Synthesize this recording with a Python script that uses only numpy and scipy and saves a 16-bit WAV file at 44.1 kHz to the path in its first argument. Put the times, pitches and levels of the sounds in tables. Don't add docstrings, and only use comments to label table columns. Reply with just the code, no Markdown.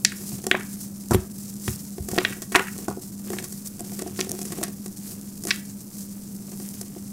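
import sys
import numpy as np
from scipy import signal
from scipy.fft import rfft, irfft
from scipy.io import wavfile
from scipy.ndimage import uniform_filter1d

SR = 44100
rng = np.random.default_rng(int(sys.argv[2]) if len(sys.argv) > 2 else 0)


def store_wav(level_fs):
    pcm = np.round(np.clip(np.atleast_2d(level_fs), -1, 1) * 32767)
    wavfile.write(sys.argv[1], SR, pcm.T.astype(np.int16))


N = 313992
TIME = np.arange(N) / SR
SHORT = TIME[:4096]
BLOW_S = .005

# frequency in Hz, relative spectrum level in dB.
GRIT_SPECTRUM = [(1500, -42), (3500, -16), (5500, -2), (7500, 1), (10000, -1.5), (13000, -6), (16000, -16)]


def gain_of(db):
    return 10 ** (np.asarray(db) / 20)


def evened(x):
    return x / np.sqrt(np.mean(x ** 2) + 1e-20)


def blow(x, db):
    return gain_of(db) * x * np.sqrt(BLOW_S * SR / (np.sum(x ** 2) + 1e-20))


def read(points, hz):
    f, value = np.transpose(points)
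    return np.interp(np.log(hz + 1), np.log(f + 1), value)


def add(mix, s, sound):
    part = mix[max(round(s * SR), 0):][:len(sound)]
    part += sound[:len(part)]


def colour(x, points):
    hz = abs(np.fft.fftfreq(len(SHORT), 1 / SR))
    log_gain = np.log(gain_of(read(points, hz)))
    taps = np.fft.ifft(np.exp(np.conj(signal.hilbert(log_gain)))).real
    return signal.oaconvolve(x, taps)[:len(x)]


def drift(rate_hz):
    hz = np.fft.rfftfreq(N, 1 / SR)
    return evened(irfft(rfft(rng.standard_normal(N)) / (1 + (hz / rate_hz) ** 4), N))


def grains(per_s, spread_db):
    size = gain_of(spread_db * np.minimum(rng.exponential(1, N), 4.5))
    return size * rng.choice([-1, 1], N) * (rng.random(N) < per_s / SR)


def swells(pushes, rest_db):
    power = sum(gain_of(db) ** 2 * np.exp(-((TIME - s) / half) ** 2) for s, half, db in pushes)
    return np.sqrt(gain_of(rest_db) ** 2 + power)


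def ringing(modes, detune):
    hz, db, t60 = np.transpose(modes)[:, :, None]
    shift, weight = rng.standard_normal((2, len(modes), 1))
    envelope = gain_of(db + 2 * weight - 60 * SHORT / t60)
    return (envelope * np.sin(2 * np.pi * hz * (1 + detune * shift) * SHORT)).sum(0)


def fracture(decay, per_s):
    build_up_s = .0002
    clicks = rng.standard_normal(len(SHORT)) * (rng.random(len(SHORT)) < per_s / SR)
    clicks *= 1 - np.exp(-SHORT / build_up_s)
    clicks[0] = 0.67
    return clicks * np.exp(-SHORT / max(decay, 1 / SR))


def unpitched(clicks):
    power = uniform_filter1d(abs(rfft(clicks)) ** 2, size=40)
    excess_db = 10 * np.log10(power / power.mean() + 0.048)
    return colour(clicks, np.column_stack([np.fft.rfftfreq(len(clicks), 1 / SR), -excess_db]))


def knock(db):
    # frequency in Hz, relative level in dB, t60 in seconds.
    basin_modes = [(234, -10, 0.095), (309.5, -7.5, 0.055), (364.8, 1.5, 0.051), (412, -10, 0.033),
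                   (483, -7.5, 0.026), (625, -14, 0.016), (687.5, -7, 0.043)]
    return blow(ringing(basin_modes, detune=0.036) * (1 - np.exp(-SHORT / 0.0012)), db)


def crack(decay, clack_db, hz, width, grit_db, knock_db, ring_share, low_db, high_db):
    # frequency in Hz, relative level in dB, t60 in seconds.
    ring_modes = [(745, 5, 0.027), (830, -10.5, 0.018), (1144, 2.5, 0.032), (1520, -15, .018),
                  (1700, -16, .014), (1933, 5.5, 0.022), (2263, 1.5, 0.019), (2643, 3, 0.015),
                  (2920, -4, 0.014), (3395, -5.5, 0.044), (3950, -4.5, 0.0054), (5920, 3.5, 0.018),
                  (7440, 10, 0.0089)]
    clicks = unpitched(fracture(decay, per_s=9800))
    clicks = signal.sosfilt(signal.butter(2, 9000, fs=SR, output="sos"), clicks)
    rung = signal.fftconvolve(clicks, ringing(ring_modes, detune=0.0094))[:len(SHORT)]
    # distance from hz in widths, level in dB
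    skirts = [(-2.0, -36.0), (-1, low_db), (-0.56, 1.5), (0.81, -1.0), (1, high_db), (2.5, -33.5)]
    shape = [(hz * 2 ** (step * width), db) for step, db in skirts]
    clack = evened(colour(clicks, shape)) + ring_share * evened(colour(rung, shape))
    grit = colour(fracture(decay, per_s=7000), GRIT_SPECTRUM)
    return blow(clack, clack_db) + blow(grit, grit_db) + knock(knock_db)


def snaps(ring_share):
    # start in seconds, decay in seconds, clack level in dB, clack centre in Hz,
    # clack width in octaves, grit level in dB, basin knock level in dB.
    breaks = [(0.0488, .0015, -8.5, 6150, 1, -49.5, -47), (0.0498, 0.0028, -16.5, 2410, 0.91, -53, -38),
              (0.5133, 0.0011, -10, 2200, 0.92, -30, -19.5), (.545, 0.00089, -22, 686, 0.79, -51, -25),
              (0.5504, 0.00093, -19.5, 1600, 0.79, -46, -31), (1.109, 0.013, -23, 870, 1, -24.5, -17.5),
              (1.118, .006, -23, 900, 0.91, -36, -18), (1.146, .0018, -24, 1370, 1.86, -33, -11),
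              (1.679, 0.0035, -27.5, 1780, 1.3, -33, -26), (2.179, 0.0038, -24.5, 1670, 1.2, -32, -15.5),
              (2.185, 0.0012, -16.5, 2300, 1.3, -34.5, -18), (2.2491, 0.0027, -14, 2240, 1.0, -38, -28),
              (2.5456, .0013, -26, 1440, 1.1, -32, -43.5), (2.55, 0.0042, -10, 1440, 1.14, -30, -19.5),
              (2.557, 0.0013, -12.5, 1920, 1.46, -24, -19), (2.56, 0.0034, -12, 1270, 1.35, -19.5, -17.5),
              (2.594, .0028, -19, 1700, 1, -34, -23), (2.882, 0.0037, -28, 910, 0.88, -33, -20),
              (2.91, .005, -35, 1020, 0.53, -48, -28), (3.333, .0054, -33, 1230, 1.07, -38, -28),
              (3.386, 0.0028, -29.5, 2420, 1, -35, -38), (4.2107, .0008, -21.5, 3740, 1.15, -35, -38),
              (5.507, 0.00067, -17, 3150, 1.06, -34, -42), (5.5099, 0.0026, -14.5, 2600, 1.22, -37, -52)]
    out = np.zeros(N)
    for s, *row in breaks:
        add(out, s, crack(*row, ring_share=ring_share, low_db=-14, high_db=-12.5))
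    return out


def crumb(decay, grit_db, knock_db):
    typical_decay_s, clack_db_at_typical, clack_db_per_doubling = 0.0041, -10, 5
    doublings = np.log2(max(decay, 1 / SR) / typical_decay_s)
    clack_db = knock_db + clack_db_at_typical + clack_db_per_doubling * doublings
    centre_hz, width_octaves = 2290, 1.0
    return crack(decay, clack_db, centre_hz, width_octaves, grit_db, knock_db,
                 ring_share=0.55, low_db=4, high_db=3.5)


def crunches():
    # start in seconds, decay in seconds, grit level in dB, basin knock level in dB.
    collapses = [(.4669, 0.0025, -23.5, -21), (1.133, 0.0085, -33, -22.5), (1.982, 0.0016, -45, -28.5),
                 (2.086, 0.0043, -29, -28.5), (2.114, 0.0058, -31, -32.5), (2.42, 0.0088, -29, -34.5),
                 (2.52, 0.01, -29.5, -29), (3.303, 0.0014, -34.5, -24.5), (3.44, 0.012, -29, -37),
                 (3.523, 0.0051, -33, -42), (3.794, 0.0036, -35.5, -39), (3.8065, 0.0007, -32, -30),
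                 (3.991, 0.0066, -31, -31), (4.0207, 0.0024, -32, -28), (4.19, 0.0095, -34, -23.5),
                 (4.2058, .0006, -24.5, -27.5), (4.293, 0.0033, -29, -35), (4.317, 0.00059, -24.5, -30),
                 (4.415, .006, -30, -37.5), (4.452, 0.0051, -30.5, -37), (4.521, 0.0063, -30, -29),
                 (4.629, 0.012, -25, -25.5), (4.637, 0.00094, -22, -31), (4.86, 0.0035, -34, -32.5),
                 (5.437, 0.0049, -30, -39), (5.452, .001, -30, -27), (5.47, 0.0058, -26.5, -30),
                 (5.483, 0.019, -27.5, -33), (6.812, 0.0035, -29, -35)]
    out = np.zeros(N)
    for s, *row in collapses:
        add(out, s, crumb(*row))
    return out


def grip():
    # hardest grip in seconds, half length in seconds, swell level in dB.
    squeezes = [(.34, 0.23, -55), (2.25, 0.064, -38), (2.84, .07, -51), (3.34, 0.077, -49.5),
                (4.1, 0.245, -51), (4.58, .1, -46.5), (5.12, 0.063, -55), (6.72, 0.23, -57)]
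    return swells(squeezes, rest_db=-63.5)


def strays():
    firm_db, most_per_s, spread_db = -54.5, 30, 4.5
    firmness = 1 / (1 + (gain_of(firm_db) / grip()) ** 6)
    size = gain_of(spread_db * np.clip(rng.standard_normal(N), -2, 2))
    clicks = size * (rng.random(N) < most_per_s * firmness / SR)
    out, shape = np.zeros(N), np.arange(N) % 12
    for k in np.unique(shape):
        one_crumb = crumb(decay=0.0034, grit_db=-41, knock_db=-39.5)
        out += signal.oaconvolve(clicks * (shape == k), one_crumb)[:N]
    return out


def chips():
    # start in seconds, clack level in dB.
    landings = [(.119, -32), (.607, -34.5), (2.324, -31.5), (2.669, -36), (2.681, -32), (3.796, -53)]
    settle_s, centre_hz, width_octaves = 0.0045, 1850, 0.79
    grit_db, knock_db = -7.5, -15
    out = np.zeros(N)
    for s, db in landings:
        chip = crack(settle_s, db, centre_hz, width_octaves, db + grit_db, db + knock_db,
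                     ring_share=0.7, low_db=-15, high_db=-14.5)
        add(out, s, chip)
    return out


def knocks():
    # start in seconds, level in dB.
    shifts = [(.322, -36), (2.133, -23.5), (2.163, -25), (2.604, -23.5), (2.972, -28), (4.063, -27.5),
              (4.27, -30), (4.339, -31.5), (4.585, -28), (4.614, -24.5), (6.964, -32)]
    out = np.zeros(N)
    for s, db in shifts:
        add(out, s, knock(db))
    return out


def thuds():
    # start in seconds, level in dB before the bass cut, centre in Hz.
    landings = [(.325, -27, 126), (1.109, -13, 110), (1.144, -11, 88.5), (1.678, -17, 103),
                (1.994, -21.5, 70), (2.115, -25, 94), (2.883, -29, 114)]
    t60_s, build_up_s = 0.18, 0.0031
    modes = [(.72, 0.6), (1, 0.93), (1.37, -0.5), (2.05, 0.53)]
    out, t = np.zeros(N), TIME[:SR // 2]
    envelope = gain_of(-60 * t / t60_s) * (1 - np.exp(-t / build_up_s))
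    for s, db, hz in landings:
        bounce = sum(weight * np.sin(2 * np.pi * hz * ratio * t) for ratio, weight in modes)
        add(out, s, blow(bounce * envelope, db))
    return signal.sosfilt(signal.butter(4, 52, "highpass", fs=SR, output="sos"), out)


def squeak(s, length, slip_hz, db):
    out, t = np.zeros(N), np.arange(0, length, 1 / SR)
    turns = np.cumsum(slip_hz * (1 + 0.02 * drift(500)[:len(t)])) / SR
    slips = sum(k * np.cos(2 * np.pi * k * turns) for k in range(4, 8))
    add(out, s, blow(slips * signal.windows.tukey(len(t), .5), db))
    return out


def powder():
    # middle in seconds, half length in seconds, swell level in dB.
    strokes = [(.197, 0.03, -39), (.306, 0.043, -36), (.73, 0.028, -42.5), (.82, 0.028, -38),
               (1.44, .065, -43.5), (1.69, 0.045, -34.5), (1.84, .045, -44), (2.19, 0.12, -40),
               (2.62, .068, -43), (2.79, 0.056, -41), (3.033, 0.016, -42), (3.32, 0.079, -43),
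               (3.54, 0.089, -44.5), (3.669, .012, -34), (3.94, 0.093, -44), (4.2, 0.035, -42),
               (4.46, .15, -42.5), (5.098, 0.051, -40), (5.53, 0.073, -42), (6.0, .06, -41.5),
               (6.65, 0.1, -42.5)]
    # frequency in Hz, relative spectrum level in dB.
    dust_spectrum = [(1760, -16.5), (3000, -16.5), (3590, -14.5), (4380, -7.5), (5380, -3), (8180, 0),
                     (9850, -1.5), (12400, -2.5), (14600, -4), (15500, -6.5)]
    flow = swells(strokes, rest_db=-46.5)
    fizz = evened(colour(grains(per_s=16000, spread_db=4.5), dust_spectrum))
    lower = signal.sosfiltfilt(signal.butter(2, 9000, fs=SR, output="sos"), fizz)
    upper = fizz - lower
    shaded = lower * gain_of(1.4 * drift(22)) + upper * gain_of(0.68 * drift(18))
    stuttering = shaded * gain_of(1.7 * drift(58.8))
    ticks = evened(colour(grains(per_s=120, spread_db=5), GRIT_SPECTRUM))
    return flow * (gain_of(0.2) * stuttering + gain_of(-9.5) * ticks)


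def fist():
    # frequency in Hz, relative spectrum level in dB.
    muffle = [(150, -10), (370, 8), (550, -1.5), (750, -3.5), (950, -7), (1200, -4.5), (1700, -18.5),
              (2600, -11), (4000, -28), (8000, -38)]
    crumbs = evened(colour(grains(per_s=170, spread_db=5.0), muffle))
    grind = evened(colour(grains(per_s=2500, spread_db=3.0), muffle))
    gaps = signal.butter(2, [1100, 3800], "bandpass", fs=SR, output="sos")
    crackle = evened(signal.sosfilt(gaps, grains(per_s=440, spread_db=4.5)))
    return grip() * (gain_of(-2.0) * crumbs + gain_of(-7.5) * grind + gain_of(-5.0) * crackle)


def palm():
    # frequency in Hz, relative spectrum level in dB.
    flesh_spectrum = [(30, -31), (100, 1), (300, -3.5), (700, -26), (3000, -68)]
    tension = np.minimum(grip(), gain_of(-51))
    rumble = evened(colour(grains(per_s=300, spread_db=2), flesh_spectrum))
    return gain_of(7) * tension * rumble


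def hum():
    hum_hz, level_db = 200.3, -38.5
    turns = hum_hz * TIME + 0.068 * drift(15)
    return gain_of(level_db) * evened(np.sin(2 * np.pi * turns) * (1 + 0.31 * drift(18.5)))


def air():
    # frequency in Hz, relative spectrum level in dB.
    air_spectrum = [(20, -10.5), (45, -17.5), (110, -2), (180, 1), (290, -4.5), (500, -19), (1500, -32.5),
                    (3500, -50.5), (16000, -35)]
    return gain_of(-43.5) * evened(colour(rng.standard_normal(N), air_spectrum))


def room(x):
    # frequency in Hz, t60 in seconds.
    room_t60 = [(100, 0.52), (300, 0.22), (700, 0.27), (1800, 0.38), (4000, 0.24), (9000, 0.15),
                (16000, 0.09)]
    # frequency in Hz, relative level in dB.
    room_tone = [(100, -16.5), (400, 0), (1800, -3), (3000, -5), (5000, -1.5), (16000, -8)]
    t = TIME[:SR // 2]
    taps = rng.standard_normal(len(t)) * (1 - np.exp(-(t / 0.0094) ** 2))
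    hz, when, z = signal.stft(taps, SR, nperseg=256)
    fade = gain_of(-60 * when / read(room_t60, hz)[:, None])
    tail = signal.istft(z * fade, SR, nperseg=256)[1]
    return signal.oaconvolve(colour(x, room_tone), tail / np.linalg.norm(tail))[:N]


def side_noise():
    # frequency in Hz, relative spectrum level in dB.
    noise_spectrum = [(40, -6), (400, -4), (900, -15), (3000, -36), (5000, -8), (7000, -1), (10000, -6),
                      (15000, -1.5)]
    return gain_of(-60.5) * evened(colour(rng.standard_normal(N), noise_spectrum))


def scene():
    scrape = squeak(s=1.131, length=.028, slip_hz=1870, db=-23)
    small = crunches() + strays() + chips() + knocks() + thuds() + scrape
    hits = small + snaps(ring_share=0.49)
    walls = gain_of(-14.0) * room(small + snaps(ring_share=0))
    mid = hits + walls + powder() + fist() + palm() + air() + hum()
    early = np.roll(np.diff(hits, prepend=0), round(0.00099 * SR))
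    side = side_noise() + gain_of(-29.5) * early
    return np.array([mid + side, mid - side])


def record(dry):
    edge_hz = 15800
    clipped = np.clip(dry, -1, 1)
    taps = signal.firwin(511, edge_hz, window=("kaiser", 9), fs=SR)
    return signal.oaconvolve(clipped, taps[None], "same")


dry = scene()
out = record(dry)
store_wav(out)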